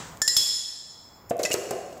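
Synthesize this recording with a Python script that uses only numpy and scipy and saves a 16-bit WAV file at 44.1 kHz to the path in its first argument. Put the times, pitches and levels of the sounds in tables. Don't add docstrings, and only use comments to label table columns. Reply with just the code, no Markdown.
import sys
import numpy as np
from scipy import signal
from scipy.fft import rfft, irfft
from scipy.io import wavfile
from scipy.ndimage import uniform_filter1d

SR = 44100
rng = np.random.default_rng(int(sys.argv[2]) if len(sys.argv) > 2 else 0)


def pcm_store(signal):
    levels = np.round(np.clip(np.atleast_2d(signal), -1, 1) * 32767)
    wavfile.write(sys.argv[1], SR, levels.astype(np.int16).T)


def rack_gain(trim_db):
    fader = np.asarray(trim_db, float)
    return 10 ** (fader / 20)


N = 88200

# [f/Hz, level/dB per Hz]
HUM_SPECTRUM = [(40, -3.5), (190, -4), (400, -6.5), (1000, -1), (1500, -9), (2200, -12.5), (6000, -64),
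                (16000, -11)]
HUM_DB = -49.5
# [f/Hz, level/dB per Hz]
EARLIER_SPECTRUM = [(50, -9.5), (160, 1), (350, -10), (1300, -3), (2000, -3.5), (5000, -19), (8000, -13.5),
                    (16000, -44.5)]
EARLIER_DB, EARLIER_T60_S = -41, .6

# [f/Hz, t60/s]
HALL_DECAY = [(100, .8), (500, .95), (2000, .9), (5000, .92), (8000, .85), (12000, .65), (16000, .45)]
HALL_RISE_S = 0.0049
WRENCH_SEND_DB, PARTS_SEND_DB, HOUSING_SEND_DB = -5, -11, -4.5

# [t/s, level/dB, lowest f/Hz, t60/s]
TICKS = [(0.1725, -44, 1610, 0.0074), (1.2947, -39, 6100, 0.0088), (1.2986, -30.5, 7000, 0.018),
         (1.3035, -38, 6000, 0.11), (1.3687, -25, 7700, 0.0023), (1.381, -29, 8500, .003),
         (1.3918, -30, 1800, 0.12), (1.422, -24, 8500, 0.0057), (1.4316, -20.5, 3600, 0.037),
         (1.4336, -22.5, 1850, 0.12), (1.4936, -26, 7000, .004), (1.5026, -18, 8500, .004),
         (1.5296, -10, 5000, .005), (1.5338, -11, 5000, .009), (1.5399, -8, 4500, .014),
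         (1.5402, -17.5, 1100, 0.026), (1.7086, -22, 5500, 0.036), (1.726, -50, 6000, 0.0075),
         (1.9258, -49, 1500, 0.051), (1.9755, -47, 3970, 0.037)]
CLACK_TIMES = [
    1.4356,
    1.4518,
    1.4572,
    1.5128,
    1.5175,
]
# [level/dB, main f/Hz, t60/s]
CLACK_TONES = [
    (-18, 4170, 0.013),
    (-8, 2600, 0.039),
    (-12.5, 2000, 0.075),
    (-12, 2500, 0.019),
    (-9.5, 2830, 0.047),
]
# [ratio to main f, level/dB]
CLACK_OVERTONES = [(.8, -14), (1.83, -15.5), (2.75, -7)]
CLACK_SNAP_DB = -11.5

# [t/s, level/dB, favoured f/Hz, t60 scale]
KNOCKS = [
    (1.3087, -16, 472.5, 0.97),
    (1.3948, -14, 622, 0.46),
    (1.4152, -25, 560, 0.78),
    (1.4453, -24.5, 625, 0.68),
    (1.5051, -14, 500, 0.25),
    (1.5418, -5.5, 382, 0.21),
    (1.7078, -15, 400, .45),
    (1.7272, -29, 690, 1.3),
    (1.9242, -42, 605, .9),
]
# [f/Hz, level/dB, t60/s]
HOUSING_MODES = [(90, -30, 0.023), (150, -10, 0.07), (238, 5, 0.031), (278, -9, 0.11), (351, 7, 0.036),
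                 (434, 7, 0.017), (500, 4.5, 0.061), (560, 8.5, 0.045), (653, 2, 0.11), (710.5, 1.5, 0.095),
                 (813, -2.5, 0.053), (1048, -7.5, 0.09)]
FAVOUR_DB_PER_OCT2, DETUNE = -3, .05
BOOM_DB, BOOM_T60_S = 5.5, 0.088
SQUASH_S = .003
GRIT_DB, GRIT_HZ, GRIT_T60_S = -2.5, (810, 2420), 0.11

# [t/s, crack level/dB, second touch after/s, free ring before floor damps it/s, lowest crack f/Hz]
BOUNCES = [
    (.2176, -12.5, 0.0037, 0.049, 4500),
    (.2778, -4.5, 0.0024, 0.064, 3000),
    (.3663, 3.5, .0050, .6, 3000),
]
WRENCH_MODE_HZ = [1764, 1927, 3375, 3430, 4080, 5238, 5135, 5335, 7000, 7375, 7495, 9870, 11190, 12800]
# [t60/s, level/dB at first, second, third bounce]
WRENCH_MODES = [(1, -14.5, -47, -35), (0.4, -57, -12.5, -61), (0.18, -34.5, -24, -3.5),
                (0.12, -31, -45, -7.5), (0.68, -44, -15, -18), (0.1, -26.5, -4, 1), (0.16, -39, -52, -12.5),
                (0.25, -19, -52, -6.5), (0.37, -17.5, -13.5, -9), (0.36, -35.5, -20, -13),
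                (0.41, -21.5, -11, -14), (0.094, -43, -12.5, -42), (0.37, -24, -20, -7),
                (0.061, -28, -20, -42)]
THUMP_DB = [-5, -20, -10]
THUMP_HZ, THUMP_T60_S = (500, 2600), .01
SECOND_TOUCH_DB, CRACK_T60_S = -4, .045
DAMP_S = .006
CONTACT_DB, CONTACT_T60_S = 5, .05

# [f/Hz, level/dB]
MIC_COLOUR = [(30, -21), (70, 13.5), (150, 7.93), (2300, 0), (5000, 10.45), (7400, 11), (8800, 2),
              (16000, -0.5)]
GAIN_KNEE_DB, GAIN_SHARE = -40, .4
GAIN_ATTACK_S, RECOVER_DB_PER_S = .004, 45
CEILING = .31
CUTOFF_HZ = 16500


def at_hz(points, hz):
    curve_hz, value = np.array(points).T
    return np.interp(np.log(hz), np.log(curve_hz), value)


def rms_one(x):
    return x / np.sqrt(np.mean(x ** 2) + 1e-20)


def add(out, s, x):
    i = int(s * SR)
    out[i:i + len(x)] += x[:N - i]


def ring(hz, t60, length_s):
    t = np.arange(int(length_s * SR)) / SR
    return np.sin(2 * np.pi * hz * t) * rack_gain(-60 * t / t60)


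def burst(low_hz, high_hz, t60):
    t = np.arange(4410) / SR
    band = signal.butter(3, [low_hz, min(high_hz, .45 * SR)], "band", fs=SR, output="sos")
    puff = rng.standard_normal(len(t))
    puff[0] = 4
    return signal.sosfilt(band, puff * rack_gain(-60 * t / t60))


def coloured(spectrum):
    hz = np.maximum(np.arange(N // 2 + 1) * SR / N, 10)
    white = rfft(rng.standard_normal(N))
    return rms_one(irfft(white * rack_gain(at_hz(spectrum, hz)), N))


def ventilation():
    return rack_gain(HUM_DB) * coloured(HUM_SPECTRUM)


def earlier_blow():
    t = np.arange(N) / SR
    return rack_gain(EARLIER_DB - 60 * t / EARLIER_T60_S) * coloured(EARLIER_SPECTRUM)


def hall(x):
    t, tail = np.arange(N) / SR, np.zeros(N)
    edges = 60 * 2 ** np.arange(0, 8.3, .5)
    white = rng.standard_normal((2, N))
    for k, (low, high) in enumerate(zip(edges, edges[1:])):
        sos = signal.butter(2, [low, high], "band", fs=SR, output="sos")
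        band = signal.sosfilt(sos, white[k % 2])
        tail += band * rack_gain(-60 * t / at_hz(HALL_DECAY, np.sqrt(low * high)))
    tail *= 1 - np.exp(-t / HALL_RISE_S)
    return signal.fftconvolve(x, tail / np.sqrt(np.sum(tail ** 2)))[:N]


def small_parts():
    out = np.zeros(N)
    for s, db, low_hz, t60 in TICKS:
        add(out, s, rack_gain(db) * burst(low_hz, 24000, t60))
    for s, (db, hz, t60) in zip(CLACK_TIMES, CLACK_TONES):
        tone = ring(hz, t60, .1)
        for ratio, overtone_db in CLACK_OVERTONES:
            tone = tone + rack_gain(overtone_db) * ring(hz * ratio, t60 / ratio, .1)
        add(out, s, rack_gain(db) * tone)
        add(out, s, rack_gain(db + CLACK_SNAP_DB) * burst(1130, 12300, 0.083))
    return out


def housing():
    out = np.zeros(N)
    t = np.arange(int(.35 * SR)) / SR
    for s, db, favoured_hz, scale in KNOCKS:
        boom = -rack_gain(BOOM_DB) * ring(favoured_hz, BOOM_T60_S * scale, .4)[:len(t)]
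        for hz, mode_db, t60 in HOUSING_MODES:
            vary, off, turn = rng.normal(0, 1, 3)
            favour_db = FAVOUR_DB_PER_OCT2 * np.log2(hz / favoured_hz) ** 2
            level = rack_gain(mode_db + 2 * vary + favour_db - 60 * t / (t60 * scale))
            boom = boom + level * np.sin(2 * np.pi * hz * (1 + DETUNE * off) * t + 2 * turn)
        add(out, s, rack_gain(db + GRIT_DB) * burst(*GRIT_HZ, GRIT_T60_S))
        add(out, s, rack_gain(db) * boom * (1 - np.exp(-t / SQUASH_S)))
    return out


def wrench():
    steel, thumps = np.zeros((2, N))
    t = np.arange(SR) / SR
    for k, (s, db, second_s, free_s, low_hz) in enumerate(BOUNCES):
        rings = np.zeros(SR)
        for hz, mode in zip(WRENCH_MODE_HZ, WRENCH_MODES):
            rings += rack_gain(mode[1 + k]) * ring(hz, mode[0], 1)
        free = rack_gain(-np.maximum(t - free_s, 0) / DAMP_S * 10)
        contact = rack_gain(CONTACT_DB - 60 * t / CONTACT_T60_S)
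        add(steel, s, 0.48 * rings * (free + contact))
        for lag, loss_db in ((0, 0), (second_s, SECOND_TOUCH_DB)):
            add(steel, s + lag, rack_gain(db + loss_db) * burst(low_hz, 14200, CRACK_T60_S))
            thump = burst(*THUMP_HZ, THUMP_T60_S)
            add(thumps, s + lag, rack_gain(THUMP_DB[k] + 2 * loss_db) * thump)
    return steel, thumps


def scene():
    steel, thumps = wrench()
    parts, shell = small_parts(), housing()
    send = rack_gain(WRENCH_SEND_DB) * steel + rack_gain(PARTS_SEND_DB) * parts + rack_gain(HOUSING_SEND_DB) * shell
    mix = steel + thumps + parts + shell + hall(send) + earlier_blow() + ventilation()
    return mix[None]


def roll_off(x):
    return signal.sosfilt(signal.butter(12, 16800, fs=SR, output="sos"), x)


def record(dry):
    t, hz = np.arange(N) / SR, np.linspace(0, SR / 2, 1025)
    colour = rack_gain(2 * at_hz(MIC_COLOUR, np.maximum(hz, 10)))
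    taps = signal.minimum_phase(signal.firwin2(2047, hz, colour, fs=SR))
    x = signal.fftconvolve(dry[0], taps)[:N]

    level = 10 * np.log10(uniform_filter1d(x ** 2, size=441) + 1e-12)
    recovery = RECOVER_DB_PER_S * t
    held = np.maximum.accumulate(level + recovery) - recovery
    cut_db = GAIN_SHARE * np.maximum(held - GAIN_KNEE_DB, 0)
    r = np.exp(-1 / (GAIN_ATTACK_S * SR))
    x = x * rack_gain(-signal.lfilter([1 - r], [1, -r], cut_db))

    rounded = CEILING * np.tanh(x / CEILING)
    treble_limit = signal.cheby2(10, 50, CUTOFF_HZ, fs=SR, output="sos")
    mix = signal.sosfilt(treble_limit, rounded)[None]
    return roll_off(mix)


dry = scene()
out = record(dry)
pcm_store(out)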